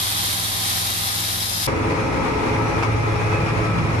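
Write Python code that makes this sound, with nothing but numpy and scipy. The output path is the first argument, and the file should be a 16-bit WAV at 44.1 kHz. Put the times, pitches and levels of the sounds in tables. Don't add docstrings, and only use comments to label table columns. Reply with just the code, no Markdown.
import sys
import numpy as np
from scipy import signal
from scipy.fft import rfft, irfft
from scipy.io import wavfile
from scipy.ndimage import map_coordinates

SR = 44100
rng = np.random.default_rng(int(sys.argv[2]) if len(sys.argv) > 2 else 0)


def to_wav(s):
    ch = np.atleast_2d(s).T
    pcm = np.round(np.clip(ch, -1, 1) * 32767)
    wavfile.write(sys.argv[1], SR, pcm.astype(np.int16))


N = 176400
TIME_S = np.arange(N) / SR
BIN_HZ = np.maximum(np.arange(N // 2 + 1) * SR / N, 1)
CUT_S = 1.671

# time_s, level_db
SEED_FLOW = [(0.0, -25.5), (0.27, -25.5), (0.5, -27), (0.66, -25), (1.59, -27), (1.64, -25.5),
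             (1.65, -26.5)]
# freq_hz, gain_db
SEED_SPECTRUM = [(350, -26), (560, -23), (770, -3), (880, -13.5), (1000, -15.5), (1250, -6), (1480, -12),
                 (1700, -7.5), (2100, -6.5), (2950, -5.5), (3250, -1.5), (3800, -0.5), (4500, -3),
                 (5400, -5), (5750, -7), (6700, -6.5), (7800, -8.5), (9200, -4), (10500, -3.5),
                 (12500, -3.5), (14500, -14.5)]
# start_delay_s, cut_delay_s, gain
WALL_ECHOES = [(.0021, 0.0011, 0.079), (.0034, 0.0018, 0.11), (.0052, 0.0047, 0.15)]
# freq_hz, correlation, left_minus_right_db
HOPPER_SPACE = [(100, 0.95, 15), (259, 0.51, -1), (497, -0.35, 2.5), (780, -0.11, -3.5),
                (1400, -0.58, -0.5), (2800, 0.35, 0.5), (3770, 0.18, 1.5), (5100, -0.054, 7),
                (6800, -0.05, 4.5), (8650, 0.038, -2.5), (9400, -0.17, -4.5), (10200, 0.86, 1)]
# pitch_hz, width_hz, start_db, cut_db
HOPPER_MODES = [(788, 100, -21.5, -25.5), (996, 90, -19, -25), (3340, 360, -11.5, -24.5),
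                (3810, 120, -14.5, -15), (4450, 400, -14.5, -20), (5090, 220, -44, -10.5),
                (5370, 550, -20, -18)]
# time_s, left_minus_right_db
SPOUT_PAN = [(0, -2.5), (.7, -1.5), (1.65, 0.5)]

CONVEYOR_ORDERS = [2, 3, 4, 5, 6]
CONVEYOR_ORDERS_DB = [-15, -21, -1, 3, -18]
CONVEYOR_OVERTONES = [7, 10, 11, 14, 15, 17, 18]
CONVEYOR_OVERTONES_DB = [-20, -8.5, -21, -13.5, -18, -20, -24]
# freq_hz, gain_db
BELT_SPECTRUM = [(20, -36), (36, -22), (50, 4), (130, 0), (220, -1), (330, 1.5), (450, -3), (750, -1),
                 (1500, -10), (3000, -25.5)]

DIESEL_ORDERS = [2, 3, 4, 5, 8, 9, 10, 18, 36, 49, 54, 63, 66, 70]
DIESEL_ORDERS_DB = [-44, -42.5, -52, -37, -42, -45.5, -47.5, -38.5, -49, -52.5, -46.5, -44, -46, -43.5]
PUMP_ORDERS = [4, 5]
PUMP_ORDERS_DB = [1, -2.5]
GEAR_ORDERS = [1, 2, 5, 7, 9]
GEAR_ORDERS_DB = [-0.5, 0.5, -11.5, -21, -21]
# time_s, gain_db
FIRING_LEVEL = [(1.7, -36), (2.4, -39.5), (2.57, -25), (2.71, -32), (2.87, -26), (3.1, -27), (3.25, -22.5),
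                (3.38, -28), (3.72, -24.5), (4, -28.5)]
ENGINE_NOISE_LEVEL = [(1.72, -28), (1.74, -29), (2.87, -29), (3.07, -30), (3.49, -28.5), (3.97, -29.5)]
PUMP_LEVEL = [(1.7, -35), (2.6, -34), (3.05, -38), (3.6, -35.5), (4, -58)]
GEAR_LEVEL = [(1.7, -44), (2.05, -40), (2.3, -40.5), (2.6, -37), (3.35, -39), (3.55, -42.5), (4, -41.5)]
# freq_hz, gain_db
ENGINE_NOISE_SPECTRUM = [(120, -33), (200, -7), (329, 3), (386, -10.5), (425, -1), (560, -6.5), (640, -11),
                         (780, -10), (950, -10), (1330, -11), (1540, -17.5), (1660, -15), (1770, -18.5),
                         (1920, -14), (2500, -14.5), (2700, -20.5), (3040, -26.5), (5650, -34), (7930, -39),
                         (10700, -39.5), (14000, -58)]
# freq_hz, correlation, left_minus_right_db
CAB_SPACE = [(50, 1, -3.5), (160, 0.8, -1.5), (450, 0.58, -0.5), (660, -0.052, 4), (1210, 0.047, 3),
             (1670, -0.36, 1), (2400, 0.12, -0.5), (4740, -0.065, 7), (7140, 0.11, 6.5),
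             (9700, -0.058, -1.5), (10600, 0.96, -0.5)]
# pitch_hz, width_hz, level_db
WHINES = [(478.5, 7.4, -46), (1298, 4.8, -42), (2234, 4.1, -51), (3400, 13, -58), (4090, 23, -58),
          (4716, 18, -64), (5150, 25, -60), (5520, 19, -57), (6120, 20, -61), (6620, 15, -63),
          (8300, 60, -69), (10940, 150, -69)]
# pitch_hz; width_hz, peak_db, peak_s, half_width_s
SWELL_HZ = [2398, 2548, 5739, 5830]
SWELLS = [(12, -43, 3.43, 0.96), (11.9, -38, 3.34, 0.084), (25, -58, 2.5, 0.66), (25, -53, 2.73, .1)]

# freq_hz, gain_db
RUMBLE_SPECTRUM = [(20, -22), (35, -28), (62, -4.5), (78, -9), (100, -4), (140, -4), (195, -25)]
# time_s, level_db
LOW_BOOM_LEVEL = [(1.7, -34.5), (2.4, -39.5), (3, -29.5), (3.7, -28.5), (4, -31)]
MID_BOOM_LEVEL = [(1.7, -41.5), (3, -41), (3.5, -35.5), (3.83, -27.5), (4, -32)]
HIGH_BOOM_LEVEL = [(1.7, -29), (2, -29), (2.6, -29), (3.1, -36.5), (4, -33.5)]
GROWL_LEVEL = [(1.7, -40), (2.6, -32.5), (3, -48), (4, -56)]
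HUM_LEVEL = [(1.7, -40), (2.65, -38.5), (3.05, -44), (3.48, -28), (3.62, -33.5), (3.82, -34), (4, -39)]

# start_s, strength_db, relative_ring_db
KNOCKS = [(2.8255, -28, 2), (2.831, -25, -2), (2.962, -36, -6), (3.484, -27.5, -6), (3.783, -28, -6)]
# freq_hz, gain_db
RATTLE_SPECTRUM = [(300, -20), (800, 9), (1600, 0), (2500, 3), (3500, -12), (6000, -13.5), (9000, -27),
                   (14000, -39)]
# pitch_hz, gain_db, t60_s
TRIM_MODES = [(840, -5, 0.089), (950, 0, .07), (1230, 9, 0.022), (1360, 2, .016), (2236, -5, 0.1),
              (2650, -6, .13), (4800, -13, .1), (5374, -16, 0.15)]


def from_db(db):
    return 10 ** (np.asarray(db) / 20)


def unit_rms(x):
    centre = x.mean(axis=0) if x.ndim > 1 else x
    return x / np.sqrt(np.mean(centre ** 2) + 1e-20)


def in_time(rows):
    return np.interp(TIME_S, *np.transpose(rows))


def over_hz(rows):
    hz, *columns = np.transpose(rows)
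    return [np.interp(np.log(BIN_HZ), np.log(hz), column) for column in columns]


def pan(db):
    return from_db(np.array([[.5], [-.5]]) * db)


def white():
    return rng.standard_normal((2, N))


def drift(rate_hz):
    return unit_rms(irfft(rfft(rng.standard_normal(N)) / (1 + (BIN_HZ / rate_hz) ** 2), N))


def colour(spectrum):
    return from_db(over_hz(spectrum)[0])


def resonance(hz, width_hz):
    return 1 / (1 + ((BIN_HZ ** 2 - hz ** 2) / (BIN_HZ * width_hz * np.sqrt(2))) ** 2)


def spread(pair, gain, space):
    correlation, balance_db = over_hz(space)
    correlation = np.clip(correlation, -.7, .99)
    mid, side = rfft(pair) * gain
    side = side * np.sqrt((1 - correlation) / (1 + correlation))
    return unit_rms(irfft(np.array([mid + side, mid - side]) * pan(balance_db), N))


def cycles(hz, wander):
    return np.cumsum(hz * (1 + wander * drift(1.7))) / SR


def tones(turns, orders, levels_db, flutter_db=2.5, side_rad=0.53):
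    out = 0
    for multiple, db in zip(orders, levels_db):
        phase = 2 * np.pi * (multiple * turns + rng.random())
        amplitude = np.sqrt(2) * from_db(db + flutter_db * drift(22))
        ear_phase = side_rad * drift(0.5) * np.array([[1], [-1]])
        out = out + amplitude * np.sin(phase + ear_phase)
    return out


def grain_hits(grains_per_s=9000, t60_s=0.0052, kinds=24):
    age_s = TIME_S[:int(.01 * SR)]
    out = 0
    for _ in range(kinds):
        clicks = (rng.random(N) < grains_per_s / kinds / SR).astype(float)
        crack = rng.standard_normal(len(age_s)) * from_db(-60 * age_s / t60_s)
        out = out + signal.oaconvolve(clicks, crack - crack.mean())[:N]
    return unit_rms(out - out.mean())


def wall_echoes(pair):
    out = pair
    for start_delay_s, cut_delay_s, gain in WALL_ECHOES:
        delay_s = in_time([(0, start_delay_s), (CUT_S, cut_delay_s)])
        read_at = np.arange(N) - SR * delay_s
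        out = out + gain * np.array([map_coordinates(x, [read_at], order=3) for x in pair])
    return out


def seed_stream(clump_db=0.46):
    hits = np.array([grain_hits(), grain_hits()])
    out = spread(wall_echoes(hits), colour(SEED_SPECTRUM), HOPPER_SPACE)
    for hz, width_hz, start_db, cut_db in HOPPER_MODES:
        ring = unit_rms(irfft(rfft(white()) * resonance(hz, width_hz), N))
        out = out + from_db(in_time([(0, start_db), (CUT_S, cut_db)])) * pan(db=8) * ring
    return out * from_db(in_time(SEED_FLOW) + clump_db * drift(18)) * pan(in_time(SPOUT_PAN))


def conveyor(cycle_hz=21.15, throb_depth=0.19):
    turns = cycles(cycle_hz, wander=0.0019)
    low = tones(turns, CONVEYOR_ORDERS, CONVEYOR_ORDERS_DB, flutter_db=0.1, side_rad=0.21)
    high = tones(turns, CONVEYOR_OVERTONES, CONVEYOR_OVERTONES_DB, flutter_db=2, side_rad=0.2)
    engine = from_db(-39.5) * (low + high) * pan(db=1)
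    belt = from_db(-40) * spread(white(), colour(BELT_SPECTRUM), HOPPER_SPACE)
    return engine + belt * (1 + throb_depth * np.sin(2 * np.pi * turns))


def tube_hum(pitch_hz=168.3, period_s=0.2):
    swell = np.abs(np.cos(np.pi * TIME_S / period_s))
    return swell * tones(cycles(pitch_hz, wander=0.0019), [1], [-41], flutter_db=1.5, side_rad=0.21)


def diesel(cycle_hz=18.53, cylinders=6, clatter_db=-6.5, highpass_hz=312):
    turns = cycles(cycle_hz, wander=0.0022)
    firing = tones(turns, [cylinders], [0], flutter_db=1.2, side_rad=0.093)
    orders = tones(turns, DIESEL_ORDERS, DIESEL_ORDERS_DB) * pan(db=3)
    read_at = turns % 1 * SR / cycle_hz
    clatter = np.array([map_coordinates(x[:SR // 8], [read_at], order=3) for x in white()])
    through_glass = colour(ENGINE_NOISE_SPECTRUM) / (1 + (highpass_hz / BIN_HZ) ** 4)
    noise = spread(white() + from_db(clatter_db) * clatter, through_glass, CAB_SPACE)
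    noise_db = in_time(ENGINE_NOISE_LEVEL) + 1 + drift(16)
    return from_db(in_time(FIRING_LEVEL)) * firing + orders + from_db(noise_db) * noise


def hydraulic_pump(rate_hz=107.1):
    whine = tones(cycles(rate_hz, wander=0.00354), PUMP_ORDERS, PUMP_ORDERS_DB)
    return from_db(in_time(PUMP_LEVEL)) * whine * pan(db=3)


def gear_mesh(mesh_hz=417):
    whine = tones(cycles(mesh_hz, wander=0.001145), GEAR_ORDERS, GEAR_ORDERS_DB)
    return from_db(in_time(GEAR_LEVEL)) * whine * pan(db=3)


def cab_band(hz, width_hz):
    return spread(white(), resonance(hz, width_hz), CAB_SPACE)


def thin_whines(sway_db=0.5):
    out = 0
    for hz, width_hz, db in WHINES:
        out = out + from_db(db + sway_db * drift(2.4)) * cab_band(hz, width_hz)
    for hz, (width_hz, peak_db, peak_s, half_width_s) in zip(SWELL_HZ, SWELLS):
        swell = 1 / (1 + ((TIME_S - peak_s) / half_width_s) ** 2)
        out = out + from_db(peak_db) * swell * cab_band(hz, width_hz)
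    return out


def cab_rumble(lowpass_hz=186):
    spectrum = colour(RUMBLE_SPECTRUM) / (1 + (BIN_HZ / lowpass_hz) ** 4)
    return (from_db(-30.5) * spread(white(), spectrum, CAB_SPACE)
            + from_db(in_time(LOW_BOOM_LEVEL)) * cab_band(hz=101.5, width_hz=21)
            + from_db(in_time(MID_BOOM_LEVEL)) * cab_band(hz=158, width_hz=69)
            + from_db(in_time(HIGH_BOOM_LEVEL)) * cab_band(hz=266, width_hz=91)
            + from_db(in_time(GROWL_LEVEL)) * cab_band(hz=927, width_hz=57))


def cab_hum(pitch_hz=169):
    hum = tones(cycles(pitch_hz, wander=0.00596), [1], [0], flutter_db=4, side_rad=0.25)
    return from_db(in_time(HUM_LEVEL)) * hum


def fittings(attack_s=0.001, rattle_t60_s=0.13):
    envelope, rings = 0, 0
    for start_s, db, ring_db in KNOCKS:
        age_s = np.maximum(TIME_S - start_s, 0)
        attack = 1 - np.exp(-age_s / attack_s)
        envelope = envelope + attack * from_db(db - 60 * age_s / rattle_t60_s)
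        for hz, mode_db, t60_s in TRIM_MODES:
            strength = from_db(db + ring_db + mode_db + rng.standard_normal((2, 1)))
            decay = from_db(-60 * np.minimum(age_s / t60_s, 2))
            rings = rings + strength * decay * np.sin(2 * np.pi * hz * age_s)
    rattle = from_db(-2) * envelope * spread(white(), colour(RATTLE_SPECTRUM), CAB_SPACE)
    return rattle + rings


def scene(fade_s=0.0039):
    hopper = seed_stream() + conveyor() + tube_hum()
    machinery = diesel() + hydraulic_pump() + gear_mesh() + thin_whines()
    cab = machinery + cab_rumble() + cab_hum() + fittings()
    past_cut = (TIME_S - CUT_S) / fade_s
    return hopper * np.clip(-past_cut, 0, 1) + cab * np.clip(past_cut, 0, 1)


def record(dry):
    return signal.sosfilt(signal.ellip(12, .1, 90, 14500, fs=SR, output="sos"), dry)


dry = scene()
out = record(dry)
to_wav(out)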